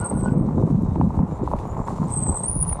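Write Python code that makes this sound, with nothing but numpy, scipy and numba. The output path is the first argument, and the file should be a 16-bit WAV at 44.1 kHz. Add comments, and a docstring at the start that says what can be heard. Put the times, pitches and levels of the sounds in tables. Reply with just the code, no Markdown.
"""Electric scooter on rough gravel

An electric scooter rolls over gravel, heard from inside a closed camera case on a pole fixed to it.
Bumps are soft pushes that ring the frame low down; random clicks crackle as gravel; stones ring the case.
A dragging brake, made of noise through narrow filters, squeals high at the start and the end, throbbing
as it grips. A lower wavering tone whistles with it at first, and a motor whines faintly.
"""
import sys
import numpy as np
from scipy import signal
from scipy.fft import rfft, irfft
from scipy.io import wavfile
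from scipy.ndimage import uniform_filter1d
from numba import njit

SR = 44100
rng = np.random.default_rng(int(sys.argv[2]) if len(sys.argv) > 2 else 0)


def linear_from_db(decibels):
    """Turn decibels (scalar or array-like) into linear amplitude factors; 0 gives 1."""
    return 10 ** (np.asarray(decibels, float) / 20)


def output_pcm(signal):
    """Save a mono or channel-first signal as 16-bit PCM at the path in sys.argv[1].

    Samples are clipped to [-1, 1] before scaling.
    """
    pcm = np.clip(np.atleast_2d(signal).T, -1, 1) * 32767
    wavfile.write(sys.argv[1], SR, np.round(pcm).astype(np.int16))


N = 123479  # length in samples, 2.8 s

# In the tables, "relative" levels are shifted again where they are used.
# low shaking of the frame: start_s, relative level_db, centre_hz
FRAME_SHAKE = [(0.0, -21.5, 140), (0.08, -34.5, 150.4), (0.15, -16.5, 162), (0.21, -18, 147.5),
               (0.26, -25, 182), (0.28, -18.5, 190), (0.33, -20, 148), (0.37, -20.5, 169),
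               (0.49, -20.5, 192), (0.52, -25.5, 160.5), (0.58, -15.5, 205), (0.61, -19, 176),
               (0.65, -15, 162.4), (0.69, -27.5, 183.5), (0.73, -20, 157), (0.82, -22, 178),
               (0.83, -28, 178), (0.87, -28.5, 135), (1.0, -15, 176.7), (1.02, -21.5, 168),
               (1.07, -17, 165), (1.13, -29, 162), (1.24, -20.5, 192.2), (1.27, -40, 174), (1.32, -19, 154),
               (1.36, -44.5, 147), (1.43, -20, 152), (1.48, -39, 146), (1.56, -20.5, 155),
               (1.6, -42, 133.4), (1.64, -29.5, 155.5), (1.71, -31, 142), (1.81, -22.5, 163),
               (1.85, -39, 153.4), (1.91, -20, 166), (1.96, -34, 169), (2.02, -18, 151.4),
               (2.12, -31.5, 129.6), (2.31, -21, 159.3), (2.34, -37.5, 141.4), (2.46, -31.5, 172),
               (2.54, -34.5, 138.6), (2.56, -18, 138.3), (2.59, -37, 155), (2.73, -33.5, 149),
               (2.8, -35, 148.6)]
# higher rattle of the frame: start_s, relative level_db
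FRAME_RATTLE = [(0.0, -51), (0.08, -42), (0.16, -60), (0.19, -32.5), (0.39, -25.5), (0.54, -35),
                (0.58, -17.5), (0.72, -26), (0.74, -54), (0.79, -30.5), (0.93, -37), (0.99, -18),
                (1.08, -46.5), (1.13, -50), (1.18, -31.5), (1.24, -33), (1.27, -39), (1.32, -31),
                (1.39, -43), (1.43, -22.5), (1.46, -31.5), (1.74, -46), (1.79, -32), (1.85, -65),
                (2.03, -46), (2.11, -40), (2.3, -35.5), (2.33, -42), (2.59, -42), (2.8, -66)]
# deep rumble: start_s, relative level_db
RUMBLE_LEVEL = [(0.0, -8.5), (0.05, -51), (0.17, -19.5), (0.26, -32), (0.49, -31), (0.51, -33.5),
                (0.6, -23.5), (0.68, -37), (0.77, -30), (0.91, -26), (1.04, -23.5), (1.14, -34),
                (1.17, -25), (1.19, -20), (1.22, -37), (1.25, -30.5), (1.28, -39), (1.32, -25), (1.36, -33),
                (1.56, -26.5), (1.69, -45.5), (1.71, -27.5), (1.81, -27.5), (1.84, -37), (2.04, -30),
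                (2.06, -35), (2.19, -28.5), (2.21, -31), (2.31, -23), (2.4, -42.5), (2.48, -31.5),
                (2.56, -24.5), (2.66, -31.5), (2.71, -24.5), (2.78, -36), (2.8, -24.5)]
# tone colour of the rumble: freq_hz, gain_db
RUMBLE_COLOUR = [(12, -37), (20, -6.5), (43, -7.5), (110, -8.5), (140, -24), (240, -120)]
# rolling crunch of the gravel: start_s, relative level_db
CRUNCH_LEVEL = [(0.0, -35), (0.18, -39.5), (0.94, -41), (1.53, -36.5), (2.18, -37.5), (2.5, -39.5),
                (2.8, -37.5)]
# tone colour of the crunch: freq_hz, gain_db
CRUNCH_COLOUR = [(190, -32), (330, -2), (431, 3.5), (469, -6.5), (519, 1.5), (574, -3), (887, 1), (1040, 0),
                 (1540, -20.5), (2380, -31), (3000, -45.5), (3900, -62), (6600, -120)]
# faint treble grit: start_s, relative level_db
GRIT_LEVEL = [(0.02, -58), (0.21, -62.5), (0.29, -59), (0.3, -61), (0.39, -67), (0.65, -62.5),
              (0.88, -64.5), (0.96, -62.5), (1.0, -66), (1.01, -63), (1.06, -66), (1.16, -61.5),
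              (1.24, -67.5), (1.33, -60), (1.4, -65.5), (1.52, -58.5), (1.86, -61), (1.88, -50.5),
              (1.91, -56.5), (2.43, -59.5), (2.44, -55), (2.56, -60.5), (2.72, -59), (2.78, -60.5)]
# tone colour of the grit: freq_hz, gain_db
GRIT_COLOUR = [(1060, -2), (1800, -16.5), (2050, -9), (2390, -9), (2810, -12.5), (3180, -14), (3880, -11),
               (5080, -15), (6190, -11.5), (7220, -11.5), (7880, -10), (8540, -11.5), (10300, -18.5),
               (13400, -27.5), (22000, -120)]
# brake squeal, one list for each of two squeals: start_s, level_db
SQUEAL_LEVEL = [
    [(0.0, -10), (0.006, -47), (0.014, -32), (0.036, -61), (0.048, -28), (0.058, -27), (0.086, -40),
     (0.098, -29), (0.132, -52), (0.202, -38), (0.218, -43.5), (0.25, -43), (0.288, -59), (0.332, -51.5),
     (0.368, -71), (0.382, -57), (0.46, -71.5)],
    [(2.068, -62), (2.126, -25.5), (2.154, -35), (2.166, -25.5), (2.18, -21), (2.198, -36), (2.226, -24.5),
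     (2.254, -33), (2.26, -23.5), (2.278, -33), (2.292, -22), (2.312, -40), (2.316, -32.5), (2.34, -32.5),
     (2.37, -23.5), (2.428, -38), (2.44, -19.5), (2.454, -29.5), (2.478, -27.5), (2.488, -25), (2.51, -23),
     (2.522, -31), (2.558, -27), (2.582, -33), (2.63, -19.5), (2.66, -44), (2.678, -26), (2.722, -37),
     (2.73, -28), (2.746, -42), (2.758, -36.5), (2.8, -64)],
]
# middle pitch of each squeal: start_s, pitch_hz
SQUEAL_PITCH = [
    [(0, 8500), (.05, 8320), (.1, 8340), (.17, 8400), (.2, 8240), (.25, 8093), (.33, 8040), (.4, 8550),
     (.46, 8260)],
    [(2.05, 8252.5), (2.12, 8230), (2.17, 8296), (2.3, 8150), (2.38, 8210), (2.43, 8470), (2.462, 8460),
     (2.47, 9400), (2.5, 9480), (2.62, 9693), (2.69, 9640), (2.74, 9423), (2.8, 9000)],
]
# filter width of each squeal: width_hz
SQUEAL_WIDTH = (560, 500)
# second brake pad mode, one list for each squeal: start_s, relative level_db
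UPPER_LEVEL = [
    [(0.0, -49.5), (0.034, -58), (0.044, -39), (0.07, -51), (0.094, -46), (0.122, -54), (0.184, -36.5),
     (0.23, -74), (0.24, -78.5)],
    [(2.06, -70), (2.068, -74), (2.086, -56), (2.112, -60), (2.148, -38), (2.166, -56), (2.188, -67),
     (2.2, -38), (2.24, -65)],
]
# low brake whistle: start_s, middle pitch_hz, relative level_db
WHISTLE_PATH = [(0, 1425, -42.5), (.036, 1447, -33), (.052, 1343, -39), (.06, 1412, -48), (.075, 1410, -41),
                (.09, 1401, -52), (.11, 1403, -44), (.126, 1403, -58), (.157, 1435, -43), (.172, 1435, -57),
                (.185, 1432, -46), (.205, 1450, -56), (.245, 1484, -57), (.26, 1479, -35.5),
                (.292, 1479, -37), (.312, 1485, -43.5), (.33, 1490, -52.5), (.37, 1496, -80)]
# thin ticks of flying grit: start_s, peak_db
GRIT_TICKS = [(0.041, -61), (0.1496, -60), (0.1865, -61), (0.2044, -47.5), (0.2384, -65), (0.8225, -47),
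              (1.587, -60.5), (1.6756, -47), (1.808, -65.5), (1.8622, -57), (1.883, -53), (1.9275, -54.5),
              (2.0004, -57)]
# small stones cracking: start_s, peak_db
STONE_CRACKS = [(0.0617, -51), (0.1138, -45), (0.2099, -47), (0.2832, -39), (0.3082, -51), (0.4887, -56),
                (0.9553, -40.5), (1.0117, -40), (1.105, -55), (1.1898, -47), (1.3089, -47.5), (1.3688, -50),
                (1.459, -45), (1.514, -48), (1.5353, -46.5), (1.5873, -40), (1.747, -44), (1.769, -48),
                (1.8766, -35), (2.0293, -52), (2.2283, -56), (2.2657, -40), (2.314, -50), (2.3706, -45),
                (2.4394, -40.5), (2.65, -44), (2.6953, -42), (2.7137, -46), (2.7263, -33.5), (2.7703, -46)]
# stones knocking the camera case: start_s, peak_db, dull_share_db (extra level of the lowest case mode)
STONE_KNOCKS = [(0.115, -16.5, 14), (0.238, -23, -3), (0.259, -15.5, 3), (0.284, -25, 2), (0.488, -23, -6),
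                (0.58, -26, -2), (0.625, -20, -1), (0.959, -17.5, -7.5), (1.012, -10.5, -22),
                (1.105, -21, -3), (1.19, -17, -5), (1.475, -14, -23), (1.514, -17, -3), (1.535, -8.5, 7),
                (1.554, -21, -2), (1.598, -25.5, -12), (1.653, -21, 5), (1.767, -20.5, -12),
                (1.814, -23.5, -14), (1.874, -30, -6), (1.883, -13, -14), (1.906, -22, -10),
                (1.985, -21.5, -8), (2.03, -18.5, -28), (2.184, -28, -8), (2.266, -20.5, 1),
                (2.288, -20.5, -2), (2.293, -20.5, 0), (2.316, -25.5, -3), (2.323, -44, -1),
                (2.349, -22.5, -15), (2.371, -29, -1), (2.404, -24, 10), (2.439, -19.5, 6),
                (2.511, -35, -6), (2.601, -39, -8), (2.65, -31, -2), (2.714, -22, 4), (2.727, -22.5, -17),
                (2.755, -21.5, 6), (2.791, -21.5, -17)]
# typical ring of the case, varied a little at each knock: pitch_hz, level_db, t60_s (time to fade by 60 dB)
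CASE_MODES = [(560, -1.5, 0.02), (839, 5, 0.011), (960, 5, 0.014), (1234, -25, 0.013)]
# low thumps of the frame, strong and weak, with two longer faint rings near the end:
# middle_s, peak_db, pitch_hz, length_s (before a small addition)
FRAME_THUMPS = [(0.142, -16.5, 218, 0.01), (0.161, -10, 164, 0.0043), (0.191, -19, 137, 0.016),
                (0.216, -18, 181, 0.0024), (0.286, -11.5, 207.4, 0.0079), (0.322, -6, 170.4, 0.0038),
                (0.351, -14, 171, 0.0022), (0.375, -8, 219, 0.0036), (0.412, -6, 176, 0.0024),
                (0.451, -19, 213, 0.0037), (0.48, -12, 203, 0.0097), (0.575, -12.5, 243, 0.0017),
                (0.598, -20, 185, 0.0049), (0.624, -26, 176, 0.0042), (0.656, -12.5, 165, 0.016),
                (0.704, -12.5, 232, 0.0043), (0.731, -11.5, 175, 0.014), (0.755, -10.5, 145, 0.0084),
                (0.786, -14, 204, 0.018), (0.835, -9.5, 228, 0.0032), (0.892, -18, 125, 0.014),
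                (0.922, -13.5, 150, 0.0029), (0.975, -14.5, 184, 0.0035), (1.0, -12.5, 186, 0.0034),
                (1.036, -17, 200, 0.0038), (1.058, -23.5, 153, 0.012), (1.077, -11.5, 193, 0.0098),
                (1.178, -11.5, 177, 0.0042), (1.21, -13.0, 175, 0.018), (1.236, -7.5, 194, 0.0098),
                (1.435, -8.5, 210, 0.0014), (2.019, -9.5, 179, 0.0052), (2.296, -10, 185, 0.0022),
                (2.567, -13, 140, 0.009), (2.628, -21, 154, 0.04), (2.682, -21.5, 166, 0.03)]
# faint motor whine: start_s, relative level_db
WHINE_LEVEL = [(0.5, -87), (0.58, -67), (0.65, -76), (0.8, -74), (0.92, -61), (1.0, -73), (1.14, -74.5),
               (1.28, -81), (1.32, -63), (1.39, -75), (1.88, -69), (2.56, -84), (2.71, -64), (2.8, -70)]
# faint light rub of the brake pad: start_s, relative level_db
RUB_LEVEL = [(1.25, -85), (1.328, -60), (1.414, -78), (1.442, -56), (1.458, -75), (1.65, -69), (1.706, -55),
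             (1.73, -63), (1.80, -60), (1.83, -65), (1.856, -53), (1.89, -70), (1.916, -54), (1.935, -66),
             (2.018, -61), (2.042, -68), (2.06, -59), (2.092, -66), (2.118, -50), (2.146, -62),
             (2.168, -58), (2.248, -70), (2.282, -60), (2.35, -72)]


@njit
def svf(x, hz, width):
    """Band-pass filter whose centre can move, with gain 1 at the centre."""
    y, band, low = np.empty(len(x)), 0., 0.
    for i in range(len(x)):
        g, k = np.tan(np.pi * hz[i] / SR), width / hz[i]
        v = (band + g * (x[i] - low)) / (1 + g * (g + k))
        band, low, y[i] = 2 * v - band, low + 2 * g * v, k * v
    return y


def unit(x):
    """Scale to an rms level of 1."""
    return x / np.sqrt(np.mean(x ** 2))


def curve(rows, axis, outside=None):
    """Draw straight lines through one table column; the end values hold unless outside is given."""
    rows = np.array(rows)
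    return np.interp(np.arange(N) / SR, rows[:, 0], rows[:, axis], left=outside, right=outside)


def steep(x, hz, width):
    """Pass a sound through the same resonance twice, then level it to rms 1."""
    hz = hz * np.ones(len(x))
    once = svf(x, hz, float(width))
    return unit(svf(once, hz, float(width)))


def colour(x, points):
    """Shape the tone by (Hz, dB) points with a filter that never rings ahead of the sound."""
    points, size = np.array(points), 8192
    f = np.maximum(np.fft.rfftfreq(size, 1 / SR), 1)
    db = np.interp(np.log(f), np.log(points[:, 0]), points[:, 1])
    # Folding the cepstrum forward gives a minimum-phase filter.
    cepstrum = irfft(db * np.log(10) / 20)
    cepstrum[1:size // 2] *= 2
    cepstrum[size // 2 + 1:] = 0
    response = irfft(np.exp(rfft(cepstrum)))
    return unit(signal.fftconvolve(x, response)[:N])


def walk(rate):
    """Smooth random wandering: levels held for 1 / rate seconds, then averaged twice."""
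    k = int(SR / rate)
    held = np.repeat(rng.standard_normal(N // k + 1), k)
    smooth = uniform_filter1d(uniform_filter1d(held, k), k)
    return unit(smooth[:N])


def grains(rate, spread_db, hiss):
    """Random clicks of very uneven size, about rate per second, over some plain noise."""
    chance = rng.random((N, 3))
    size_db = np.minimum(-spread_db * np.log(chance[:, 1] + 1e-9), 4 * spread_db)
    size = linear_from_db(size_db) * np.sign(chance[:, 2] - .5)
    clicks = (chance[:, 0] < rate / SR) * size
    return unit(clicks) + hiss * rng.standard_normal(N)


def patchy(x, patchy_db):
    """Let third-octave bands from 1500 Hz up swell and fade each on their own."""
    spec = rfft(x)
    octaves = np.log2(np.maximum(np.fft.rfftfreq(N, 1 / SR), 1) / 1500)
    place = np.clip(3 * octaves, 0, 10)
    out = 0
    for k in range(11):
        share = np.maximum(1 - np.abs(place - k), 0)
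        out = out + irfft(spec * share, N) * linear_from_db(patchy_db * walk(14))
    return unit(out)


def snaps(rows, decay_s, hz, width):
    """Very short fading noise bursts through a broad resonance, each set to its peak level."""
    out, t = np.zeros(N + 400), np.arange(400) / SR
    centre = np.full(len(t), float(hz))
    noises = rng.standard_normal((len(rows), len(t)))
    for (start_s, peak_db), noise in zip(rows, noises):
        burst = svf(noise * np.exp(-t / decay_s), centre, float(width))
        burst = svf(burst, centre, float(width))
        first = int(start_s * SR)
        out[first:first + len(t)] += linear_from_db(peak_db) * burst / np.abs(burst).max()
    return out[:N]


def soft_bumps():
    """A tyre softens each random bump into a short rounded push."""
    push = np.hanning(int(0.00088 * SR))  # length in seconds times SR
    bumps = grains(75, spread_db=2.0, hiss=0.71)  # bumps per second
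    return np.convolve(bumps, push, "same")


def frame_shake():
    """Soft bumps ring the frame for a few cycles at a low, moving pitch."""
    shake = steep(soft_bumps(), curve(FRAME_SHAKE, axis=2), width=127)
    return shake * linear_from_db(curve(FRAME_SHAKE, axis=1) - 1.5)


def frame_rattle():
    """Other soft bumps ring two higher resonances of the frame."""
    jolts, centre_hz = soft_bumps(), 316
    lower = steep(jolts, centre_hz, width=207)
    upper = steep(jolts, 1.526 * centre_hz, width=51)
    return unit(lower + 0.36 * upper) * linear_from_db(curve(FRAME_RATTLE, axis=1) - 5)


def deep_rumble():
    """Noise kept to the bass rumbles below the shaking and swells unevenly."""
    rumble = colour(rng.standard_normal(N), RUMBLE_COLOUR) * linear_from_db(1.2 * walk(12))
    return unit(rumble) * linear_from_db(curve(RUMBLE_LEVEL, axis=1) + 1.45)


def gravel_crunch():
    """Many pebbles crackle under the tyres as uneven clicks."""
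    rough = linear_from_db(1.4 * walk(29.69))
    pebbles = grains(700, spread_db=3.0, hiss=0.5)  # pebbles per second
    return colour(pebbles * rough, CRUNCH_COLOUR) * linear_from_db(curve(CRUNCH_LEVEL, axis=1) + 1)


def treble_grit():
    """Fine specks hiss faintly above the crunch, flickering band by band."""
    flicker = linear_from_db(1.6 * walk(70))
    specks = grains(760, spread_db=2.5, hiss=1.1)  # specks per second
    grit = patchy(colour(specks * flicker, GRIT_COLOUR), patchy_db=1.7)
    return grit * linear_from_db(curve(GRIT_LEVEL, axis=1) + 4)


def brake_squeal():
    """Friction noise sings in a narrow mode of the brake pad, with rough flecks just below."""
    out = 0
    for pitch, level, width in zip(SQUEAL_PITCH, SQUEAL_LEVEL, SQUEAL_WIDTH):
        hz = curve(pitch, axis=1) * (1 + .0055 * walk(160))
        sing = steep(steep(rng.standard_normal(N), hz, width), hz, width)
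        flecks = steep(rng.standard_normal(N), .95 * hz, 1.6 * width) * linear_from_db(5 * walk(45) - 29)
        voice = unit(sing * linear_from_db(1.8 * walk(300)) + flecks)
        out = out + voice * linear_from_db(curve(level, axis=1, outside=-120))
    return out


def upper_squeal():
    """Friction noise also sings in a second pad mode at 9100 Hz."""
    out = 0
    for level in UPPER_LEVEL:
        sing = steep(rng.standard_normal(N), 9100, width=480)
        out = out + sing * linear_from_db(curve(level, axis=1, outside=-120) - 7.5)
    return out


def brake_whistle():
    """A wavering sine tone, roughened by narrow noise at its pitch and at two faint overtones."""
    hz = curve(WHISTLE_PATH, axis=1)
    phase = 2 * np.pi * np.cumsum(hz * (1 + .006 * walk(60))) / SR
    tone = np.sin(phase)
    for multiple, db in ((2, -27.5), (3, -37.5)):
        tone = tone + linear_from_db(db) * steep(rng.standard_normal(N), multiple * hz, width=150)
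    tone = tone + .35 * steep(rng.standard_normal(N), hz, width=90)
    return 1.03 * tone * linear_from_db(curve(WHISTLE_PATH, axis=2, outside=-120) + 2.2 * walk(60))


def grit_ticks():
    """Flying grit makes thin high ticks: tiny noise bursts around 10 kHz."""
    return snaps(GRIT_TICKS, 0.0023, hz=10000, width=11000)


def stone_cracks():
    """Small stones crack as tiny noise bursts around 1880 Hz."""
    return snaps(STONE_CRACKS, 0.0021, hz=1880, width=990)


def stone_knocks():
    """Each stone rings the modes of the case afresh, as sine tones that die away."""
    out, t = np.zeros(N + 4000), np.arange(4000) / SR
    rise_s = .0013
    rise = 1 - np.exp(-(t / rise_s) ** 2)
    chance = rng.standard_normal((len(STONE_KNOCKS), len(CASE_MODES), 2))
    for (start_s, peak_db, dull_db), knock_chance in zip(STONE_KNOCKS, chance):
        ring = np.zeros(len(t))
        for k, (hz, db, t60) in enumerate(CASE_MODES):
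            level_chance, pitch_chance = knock_chance[k]
            mode_db = db + 0.61 * level_chance + (dull_db if k == 0 else 0)
            mode_hz = hz * (1 + 0.051 * pitch_chance)
            fade = np.exp(-np.log(1000) * t / t60)
            ring += linear_from_db(mode_db) * fade * np.sin(2 * np.pi * mode_hz * (t - rise_s))
        ring *= rise
        first = int(start_s * SR)
        out[first:first + len(t)] += linear_from_db(peak_db) * ring / np.abs(ring).max()
    return out[:N]


def frame_thumps():
    """Low thumps of the frame, strong and weak: each is a low wave that swells and fades."""
    out, t = np.zeros(N), np.arange(N) / SR
    turns = rng.random(len(FRAME_THUMPS))  # random starting point within the wave
    for (middle_s, peak_db, hz, length_s), turn in zip(FRAME_THUMPS, turns):
        near = slice(int((middle_s - .05) * SR), int((middle_s + .05) * SR))
        u = t[near] - middle_s
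        swell = np.exp(-(2 * u / (length_s + 0.0015)) ** 2)
        out[near] += linear_from_db(peak_db) * swell * np.cos(2 * np.pi * (hz * u + turn))
    return out


def motor_whine():
    """Noise in a narrow wandering band makes a thin whine that comes and goes."""
    hz = 3790 * (1 + 0.012 * walk(8))
    whine = steep(rng.standard_normal(N), hz, width=240)
    return whine * linear_from_db(curve(WHINE_LEVEL, axis=1) - 8 + 4 * walk(25))


def pad_rub():
    """The pad rubs lightly: faint noise in a narrow wandering band."""
    hz = 7120 * (1 + .008 * walk(15))
    rub = steep(rng.standard_normal(N), hz, width=240)
    return rub * linear_from_db(curve(RUB_LEVEL, axis=1, outside=-120) - 2.5 + 2 * walk(40))


def scene():
    """Add all sources at one microphone."""
    frame = frame_shake() + frame_rattle() + deep_rumble()
    gravel = gravel_crunch() + treble_grit()
    brake = brake_squeal() + upper_squeal() + brake_whistle()
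    stones = grit_ticks() + stone_cracks() + stone_knocks()
    mix = frame + gravel + brake + stones + frame_thumps() + motor_whine() + pad_rub()
    return mix[None, :]


def band_limit(x):
    """A steep low-pass at the top of the band."""
    return signal.sosfilt(signal.butter(12, 14300, fs=SR, output="sos"), x)


def record(dry):
    """The camera cuts the deepest bass and rounds the peaks."""
    bass_cut = signal.butter(2, 38, "high", fs=SR, output="sos")  # corner in Hz
    cut = signal.sosfilt(bass_cut, dry)
    rounded = np.tanh(1.3 * cut) / 1.3
    return band_limit(rounded)


dry = scene()
out = record(dry)
output_pcm(out)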